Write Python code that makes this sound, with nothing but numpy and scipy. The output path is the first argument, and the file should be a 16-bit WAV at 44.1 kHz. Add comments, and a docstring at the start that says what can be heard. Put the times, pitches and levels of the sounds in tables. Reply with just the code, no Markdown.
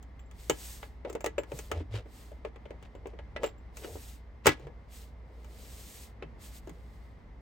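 """A metal clamp knocks the hollow frame of a plastic knitting machine as hands fit it to a table.
Its steel jaw ticks and scrapes, its wing nut tinkles; the frame creaks, rocks and once snaps down hard.
Hands slide over the table top with a soft hiss, above room air and a low wavering hum.
All is heard close up in a small room, through the two ports of a phone."""
import sys
import numpy as np
from scipy import signal
from scipy.fft import rfft, irfft, next_fast_len
from scipy.io import wavfile
from scipy.ndimage import uniform_filter1d

SR = 44100
rng = np.random.default_rng(int(sys.argv[2]) if len(sys.argv) > 2 else 0)


def transcribe(u):
    """Save the signal u as a 16-bit wav file named by the first command-line argument.

    u: samples, shape (n,) or (channels, n), limited to [-1, 1]; the rate is SR.
    q: integer samples, one column per channel.
    """
    v = np.clip(np.atleast_2d(u).T, -1, 1)
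    q = np.round(v * 32767).astype(np.int16)
    wavfile.write(sys.argv[1], SR, q)


N = 326781
TIME_S = np.arange(N) / SR
BLOW_S = np.arange(SR // 3) / SR  # time axis of one blow

# hollow plastic frame, shell modes below 800 Hz, rib modes above: f/Hz, level/dB, t60/s
FRAME_MODES = [(144.1, -1, 0.1), (257, -7, 0.14), (307.7, -4.5, 0.16), (333, -4, .06), (393, 1.5, 0.079),
               (454.6, 0.5, 0.075), (525, -6.5, 0.083), (585, 0, 0.069), (654, -5.5, 0.024),
               (830, 2, 0.076), (899.6, 3.5, .07), (1086, -3, .06), (1200, -1.5, 0.069), (1304, 1, 0.065),
               (1433, -8.5, 0.052), (1605, -3.5, 0.049), (1692, -9, 0.17), (1858, -9.5, .07),
               (1977, -4.5, 0.11), (2133, -4.5, .08), (2210, -2.5, 0.05), (2385, -1, 0.045),
               (2606, -4, 0.079), (2884, -3, 0.053), (3080, -9.5, 0.11), (3390, -2.5, .05),
               (3730, -9, .055)]


def undb(db):
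    """Decibels to gain."""
    return 10 ** (np.asarray(db) / 20)


def unit(x):
    """Scale to rms 1."""
    return x / np.sqrt(np.mean(x ** 2))


def attack_level(x, db):
    """Set the rms of the first 10 ms."""
    return x * undb(db) / np.sqrt(np.mean(x[:, :SR // 100] ** 2))


def colour(x, spectrum):
    """Minimum-phase filter, keeps attacks sharp. Rows: f/Hz, gain/dB."""
    size = 2 * next_fast_len(x.shape[-1])
    hz, db = np.transpose(spectrum)
    bin_hz = np.arange(size // 2 + 1) * SR / size
    gain = undb(np.interp(np.log(bin_hz + 1), np.log(hz), db))
    cepstrum = irfft(np.log(gain))
    cepstrum[1:size // 2] *= 2
    cepstrum[size // 2 + 1:] = 0
    return irfft(rfft(x, size) * np.exp(rfft(cepstrum)))[..., :x.shape[-1]]


def band(x, lo_hz, hi_hz):
    """Butterworth band-pass."""
    return signal.sosfilt(signal.butter(2, [lo_hz, hi_hz], "band", fs=SR, output="sos"), x)


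def stereo_noise(size, side_db):
    """White noise: shared part plus weaker opposed part."""
    mid, side = rng.standard_normal((2, size))
    return mid + undb(side_db) * np.array([side, -side])


def walk(rate_hz):
    """Smooth random motion, rms 1."""
    step = max(int(SR / rate_hz), 2)
    knots = rng.standard_normal(N)[:N // step + 2]
    path = np.interp(np.arange(N) / step, np.arange(len(knots)), knots)
    return unit(uniform_filter1d(path, step))


def fade(t60_s):
    """Exponential decay, one blow long."""
    return np.exp(-np.log(1000) * BLOW_S / t60_s)


def bell(offset, half_width):
    """Gaussian, peak 1."""
    return np.exp(-(offset / half_width) ** 2)


def pushes(rows):
    """Gain over time of smooth pushes. Rows: centre t/s, half length/s, level/dB."""
    return sum(undb(db) * bell(TIME_S - t_s, half_s) for t_s, half_s, db in rows)


def ring(modes, scatter_db, spread_rad):
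    """Damped modes with random weight, tuning and port phase. Rows: f/Hz, level/dB, t60/s."""
    hz, db, t60_s = np.transpose(modes)[:, :, None]
    weight, detune, polarity, skew = rng.standard_normal((4, len(hz), 1))
    envelope = undb(db + scatter_db * weight) * np.sign(polarity) * fade(t60_s)
    phase = 2 * np.pi * hz * (1 + .004 * detune) * BLOW_S
    return np.array([(envelope * np.sin(phase + side * spread_rad * skew)).sum(0) for side in (1, -1)])


def add(out, t_s, x):
    """Mix x in at t_s."""
    start = max(int(t_s * SR), 0)
    out[:, start:start + x.shape[1]] += x[:, :N - start]


def room_air():
    """Dull noise, nearly alike at both ports in the bass."""
    # quiet room spectrum: f/Hz, gain/dB
    spectrum = [(20, -15), (30, -4), (42, 9.5), (75, 5.5), (110, 0), (160, -5), (230, -5), (330, -11.5),
                (500, -14), (1000, -17), (1500, -25), (2050, -21.5), (2500, -31.5), (6000, -45),
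                (16000, -75.5)]
    mid, apart = unit(colour(rng.standard_normal((2, N)), spectrum))
    side = band(apart, 400, 16000) * undb(-7.5) + apart * undb(-11)
    swell = undb(.7 * walk(4))
    return (mid + np.array([side, -side])) * undb(-52) * swell


def hum():
    """Mains-driven tones, wavering in level and phase."""
    # tones: f/Hz, rms level/dB, wander rate/Hz
    tones = [(59.1, -49.5, 3.1), (425, -75.5, 6), (2080, -80.5, 32)]
    out = np.zeros(N)
    for hz, db, wander_hz in tones:
        amplitude = np.sqrt(2) * undb(db) * (1 + 0.16 * walk(wander_hz))
        out += amplitude * np.sin(2 * np.pi * hz * TIME_S + walk(wander_hz))
    return out


def room(x, wet_db, t60_s):
    """Nearby walls add a short, dull tail."""
    tail = band(rng.standard_normal((2, len(BLOW_S))), 99, 5100) * fade(t60_s) * (1 - fade(0.0054))
    tail /= np.sqrt(np.sum(tail ** 2) / 2)
    return x + undb(wet_db) * signal.fftconvolve(x, tail, axes=1)[:, :N]


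def stroke(start_s, attack_s, hold_s, release_s, db):
    """Gain over time of one stroke: the hand speeds up, glides, slows down."""
    depth_db, squareness = 41, 1.81
    rise = (start_s + attack_s - TIME_S) / attack_s
    fall = (TIME_S - start_s - attack_s - hold_s) / release_s
    flank = np.clip(np.maximum(rise, fall), 0, 2)
    return undb(db - depth_db * flank ** squareness)


def sliding():
    """Skin on the table: micro-slips merge into a hiss that flutters with pressure."""
    # hand strokes: start t/s, attack/s, hold/s, release/s, level/dB
    strokes = [(0.285, 0.15, 0.036, 0.37, -59.5), (0.458, .17, 0.08, 0.26, -49.5),
               (1.443, .13, 0.046, 0.16, -55.5), (2.017, 0.16, 0.027, .22, -60.5),
               (3.711, 0.09, 0.29, .15, -54.5), (4.871, 0.076, 0.021, 0.18, -55.5),
               (5.244, 0.59, 0.19, 0.12, -53), (6.376, 0.058, 0.012, 0.14, -53.5),
               (6.467, .1, .005, 0.05, -54), (6.5, 0.16, 0.29, 0.42, -76.5)]
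    # skin friction spectra, bright and dull: f/Hz, gain/dB
    hiss_spectrum = [(2000, -26.5), (4500, -6.5), (6000, -1.5), (8200, 1.5), (10000, -2), (12000, -1),
                     (16000, -5)]
    brush_spectrum = [(400, -7.5), (900, -8.5), (1400, -7.5), (2500, -3.5), (3800, -3), (5000, -5),
                      (8000, -22.5)]
    floor_db = -91.5  # faint steady hiss floor between strokes
    hiss_gain = np.sqrt(sum(stroke(*row) ** 2 for row in strokes) + undb(floor_db) ** 2)
    pressure = undb(walk(35))
    hiss = unit(colour(stereo_noise(N, side_db=-20), hiss_spectrum)) * hiss_gain
    grain = undb(1.3 * rng.exponential(size=N) + 1.2 * walk(400))
    brush = unit(colour(stereo_noise(N, side_db=-4.5) * grain, brush_spectrum))
    brush_gain = undb(-57) * (hiss_gain / undb(-52)) ** 0.64  # grows less than hiss: fast is brighter
    return pressure * (hiss + brush * brush_gain)


def rocking():
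    """The pushed machine swings on its feet for a few slow cycles."""
    # swings: peak t/s, f/Hz, level/dB, half length/s
    swings = [(.52, 127, -47.5, 0.015), (1.545, 137, -36.5, 0.0076), (1.787, 84, -29.5, 0.027),
              (1.953, 106, -29, 0.021), (3.947, 84, -41, 0.019), (4.484, 88, -28, 0.012),
              (4.66, 140, -43.5, 0.017), (6.26, 156.3, -49.5, 0.023), (6.72, 165, -47, 0.017)]
    out = np.zeros(N)
    for t_s, hz, db, half_s in swings:
        offset_s = TIME_S - t_s
        envelope = undb(db) * np.exp(.5 - np.hypot(offset_s / half_s, .5))
        out += envelope * np.sin(2 * np.pi * hz * offset_s)
    return out


def creak():
    """Tiny slips under the fingers excite the strained shell."""
    # grips: centre t/s, half length/s, level/dB
    grips = [(1.078, .016, -40.5), (1.55, 0.062, -53), (1.755, 0.038, -42.5), (1.965, 0.044, -47.5),
             (2.74, 0.014, -54), (3.06, 0.14, -61), (3.44, 0.049, -42.5), (3.87, 0.081, -49),
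             (4.64, 0.094, -57), (5.5, 0.69, -64), (6.78, 0.05, -62)]
    slips_per_s = 1500
    slips = (rng.random(N) < slips_per_s / SR) * rng.uniform(-1, 1, N)
    modes = [mode for mode in FRAME_MODES if 330 < mode[0] < 700]
    response = ring(modes, scatter_db=9.5, spread_rad=0.25) * fade(0.025)
    murmur = signal.fftconvolve(slips[None], response, axes=1)[:, :N]
    return unit(band(murmur, 400, 1000)) * pushes(grips)


def grit():
    """Short gritty scrapes, and the noisy tail of the hard snap."""
    # bursts (snap tail near 4.5 s): centre t/s, half length/s, level/dB
    bursts = [(1.094, 0.02, -57), (1.772, 0.044, -55), (1.962, 0.035, -46), (2.476, 0.015, -67),
              (2.847, 0.022, -60), (3.095, 0.025, -66.5), (3.46, 0.033, -49), (3.845, 0.018, -49.5),
              (4.477, 0.017, -28), (4.51, 0.025, -39.5), (4.61, 0.059, -64.5)]
    # grit: f/Hz, gain/dB
    spectrum = [(300, -16), (700, 0), (1400, 0), (2700, 2), (5000, -7.5), (8000, -15), (16000, -28)]
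    grains_per_s = 1800
    grains = (rng.random(N) < grains_per_s / SR) * undb(1.6 * rng.exponential(size=N))
    rough = signal.fftconvolve(grains, fade(.012))[:N] * stereo_noise(N, side_db=-6.5)
    return pushes(bursts) * unit(colour(rough, spectrum))


def wing_nut():
    """The loose steel nut tinkles when jolted."""
    # nut modes: f/Hz, level/dB, t60/s
    modes = [(5750, -24, .07), (7340, -3, .08), (7460, 0, .1), (7700, -8, .05), (9650, -24, .09),
             (9870, -19, .09), (13200, -16, .07), (15150, -12, .1)]
    # jolts: t/s, level/dB
    jolts = [(0.196, -66.5), (0.259, -75), (0.497, -39), (1.098, -59), (1.206, -58), (1.242, -49),
             (1.386, -48.5), (2.952, -74), (3.439, -50.5), (3.462, -48.5), (3.58, -73)]
    out = np.zeros((2, N))
    for t_s, db in jolts:
        add(out, t_s, attack_level(ring(modes, scatter_db=-2.5, spread_rad=0.36), db))
    return out


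def jaw_tick(tick_db):
    """Contact click plus brief steel ring, higher when struck harder."""
    # sharp contact spectrum: f/Hz, gain/dB
    spectrum = [(2500, -26), (4000, -5.5), (5300, -2), (6700, 3), (8400, 0), (10000, -6), (13000, -8),
                (16000, -3.5)]
    # hand-damped jaw and screw: f/Hz, level/dB, t60/s
    modes = [(3940, -8.5, 0.033), (4500, -5.5, 0.054), (5095, -7.5, 0.078), (5650, -13.5, .04),
             (6500, -1.5, 0.055), (6670, 2, 0.048), (6640, -5.5, 0.017), (7730, -3, 0.055),
             (8350, 3, 0.025), (10860, -4, 0.021), (13400, -13, .04), (15200, -7.5, .05)]
    envelope = fade(0.021) + undb(-8.5) * fade(0.076)
    click = colour(stereo_noise(len(BLOW_S), side_db=-7.5) * envelope, spectrum)
    hz, db, t60_s = np.transpose(modes)
    bright_hz = np.interp(tick_db, [-30, -19], [6800, 8500])
    boost_db = 6 * bell(np.log2(hz / bright_hz), .15)
    jaw = ring(np.c_[hz, db + boost_db, t60_s], scatter_db=-1, spread_rad=0.77)
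    tick = (attack_level(click, 0) + attack_level(jaw, -5.5)) * (1 - fade(0.00067))
    return attack_level(tick, tick_db)


def frame_knock(shell_hz, rib_hz, boom_db, clack_db):
    """The shell booms, the ribs clack. Light blows favour the struck spot's modes; hard ones shake all."""
    hz, db, t60_s = np.transpose(FRAME_MODES)
    is_shell = hz < 800
    lightness = np.interp(boom_db, [-26, -20], [1, .35])

    shell_db = db - 16 * lightness * np.abs(np.log2(hz / shell_hz))
    shell = ring(np.c_[hz, shell_db, t60_s][is_shell], scatter_db=0.24, spread_rad=0.27)
    thud = band(stereo_noise(len(BLOW_S), side_db=-4), 260, 920) * fade(0.093)
    boom = (attack_level(shell, 0) + attack_level(thud, -10.5)) * (1 - fade(0.0055))

    rib_db = db + 9 * lightness * bell(np.log2(hz / rib_hz), 0.16)
    ribs = ring(np.c_[hz, rib_db, t60_s][~is_shell], scatter_db=2, spread_rad=0.46)
    crack = band(stereo_noise(len(BLOW_S), side_db=-0.41), 920, 2800) * fade(0.058)  # many short modes
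    clack = (attack_level(ribs, 0) + attack_level(crack, -2.8)) * (1 - fade(0.0013))
    return attack_level(boom, boom_db) + attack_level(clack, clack_db)


def clamp():
    """Each blow sounds the plastic frame and the steel jaw, slightly left of centre."""
    # blows: t/s, favoured shell f/Hz, favoured rib f/Hz, boom level/dB, clack level/dB, tick level/dB
    blows = [(0.027, 290, 3300, -70, -65, -62), (0.193, 450, 3300, -78, -60, -72),
             (0.312, 565, 3400, -77, -58.5, -63), (0.497, 415, 3020, -23, -28, -29.5),
             (0.829, 570, 1480, -48, -43.5, -66), (1.049, 540, 1000, -35, -47, -76),
             (1.098, 420, 1300, -37.5, -48.5, -54), (1.128, 330, 2120, -45, -57, -53.5),
             (1.151, 453, 2400, -31.5, -47, -53.5), (1.207, 570, 2610, -49.5, -49.5, -54),
             (1.243, 637, 1060, -30.5, -37, -44.5), (1.261, 458, 1930, -30.5, -34.5, -38.5),
             (1.381, 544, 2490, -26, -36, -52), (1.434, 330, 1560, -50.5, -50.5, -61.5),
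             (1.518, 487, 950, -35.5, -45, -59), (1.589, 465, 2660, -44.5, -46.5, -43.5),
             (1.7151, 490, 1240, -31.5, -33.5, -42.5), (1.803, 273, 2070, -39, -56, -84),
             (1.94, 390, 2400, -40, -53, -68), (2.058, 324, 950, -48.5, -65, -89),
             (2.317, 604, 950, -47, -64, -73), (2.449, 508, 1080, -33.5, -43.5, -67),
             (2.559, 430, 1960, -50.5, -56.5, -74), (2.655, 600, 3120, -46, -55, -82),
             (2.706, 520, 2300, -41, -53, -69), (2.826, 392, 3070, -57, -57.5, -65.5),
             (2.951, 398, 3000, -46.5, -60, -72), (3.057, 386, 2220, -38.5, -53.5, -80),
             (3.07, 406, 2410, -48.5, -57, -60.5), (3.135, 444, 2090, -46.5, -66, -94),
             (3.189, 610, 1590, -47, -49.5, -91), (3.3624, 620, 1870, -37, -37.5, -80),
             (3.433, 570, 2410, -27.5, -39, -49), (3.441, 590, 2800, -31, -36.5, -52),
             (3.77, 530, 2370, -58, -49.5, -47.5), (3.845, 351, 2880, -38.5, -49.5, -74),
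             (3.955, 380, 2970, -41, -68, -74), (4.458, 460, 1260, -24, -25, -37),
             (4.4674, 420, 2130, -19.5, -18.5, -20.5), (4.4715, 400, 2130, -23, -21, -52),
             (4.489, 240, 2100, -28.5, -28, -40), (4.596, 380, 1650, -49.5, -64, -69),
             (4.669, 434, 1700, -44, -56.5, -74), (5.445, 500, 2860, -76, -59, -64.5),
             (6.224, 390, 2500, -40, -45, -79), (6.673, 380, 950, -41.5, -58, -63),
             (6.694, 300, 1040, -49, -54.5, -58)]
    pan_db = [[0.75], [-0.75]]
    out = np.zeros((2, N))
    for t_s, shell_hz, rib_hz, boom_db, clack_db, tick_db in blows:
        blow = frame_knock(shell_hz, rib_hz, boom_db, clack_db) + jaw_tick(tick_db)
        add(out, t_s, blow * undb(pan_db))
    return out


def scene():
    """Clamp sounds with room tail; frame motion, hands and background dry."""
    contacts = room(clamp() + wing_nut() + grit(), wet_db=-17.5, t60_s=0.15)
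    return contacts + rocking() + creak() + sliding() + room_air() + hum()


def record(dry):
    """The phone's two ports part in phase in the treble; the top is cut."""
    # right port against left, two turns in the top octave: f/Hz, phase/rad
    port_phase = [(0, 0), (1500, -.45), (7800, -.45), (8600, .2), (10100, 3.14), (12000, 6.1),
                  (13900, 9.42), (15200, 12.5)]
    cutoff_hz = 16200
    bin_hz = np.arange(N + 1) * SR / (2 * N)
    phase_rad = np.interp(bin_hz, *np.transpose(port_phase))
    rotation = np.exp(.5j * np.array([-phase_rad, phase_rad]))
    ports = irfft(rfft(dry, 2 * N) * rotation)[:, :N]
    return signal.sosfilt(signal.ellip(10, .2, 80, cutoff_hz, fs=SR, output="sos"), ports)


dry = scene()
out = record(dry)
transcribe(out)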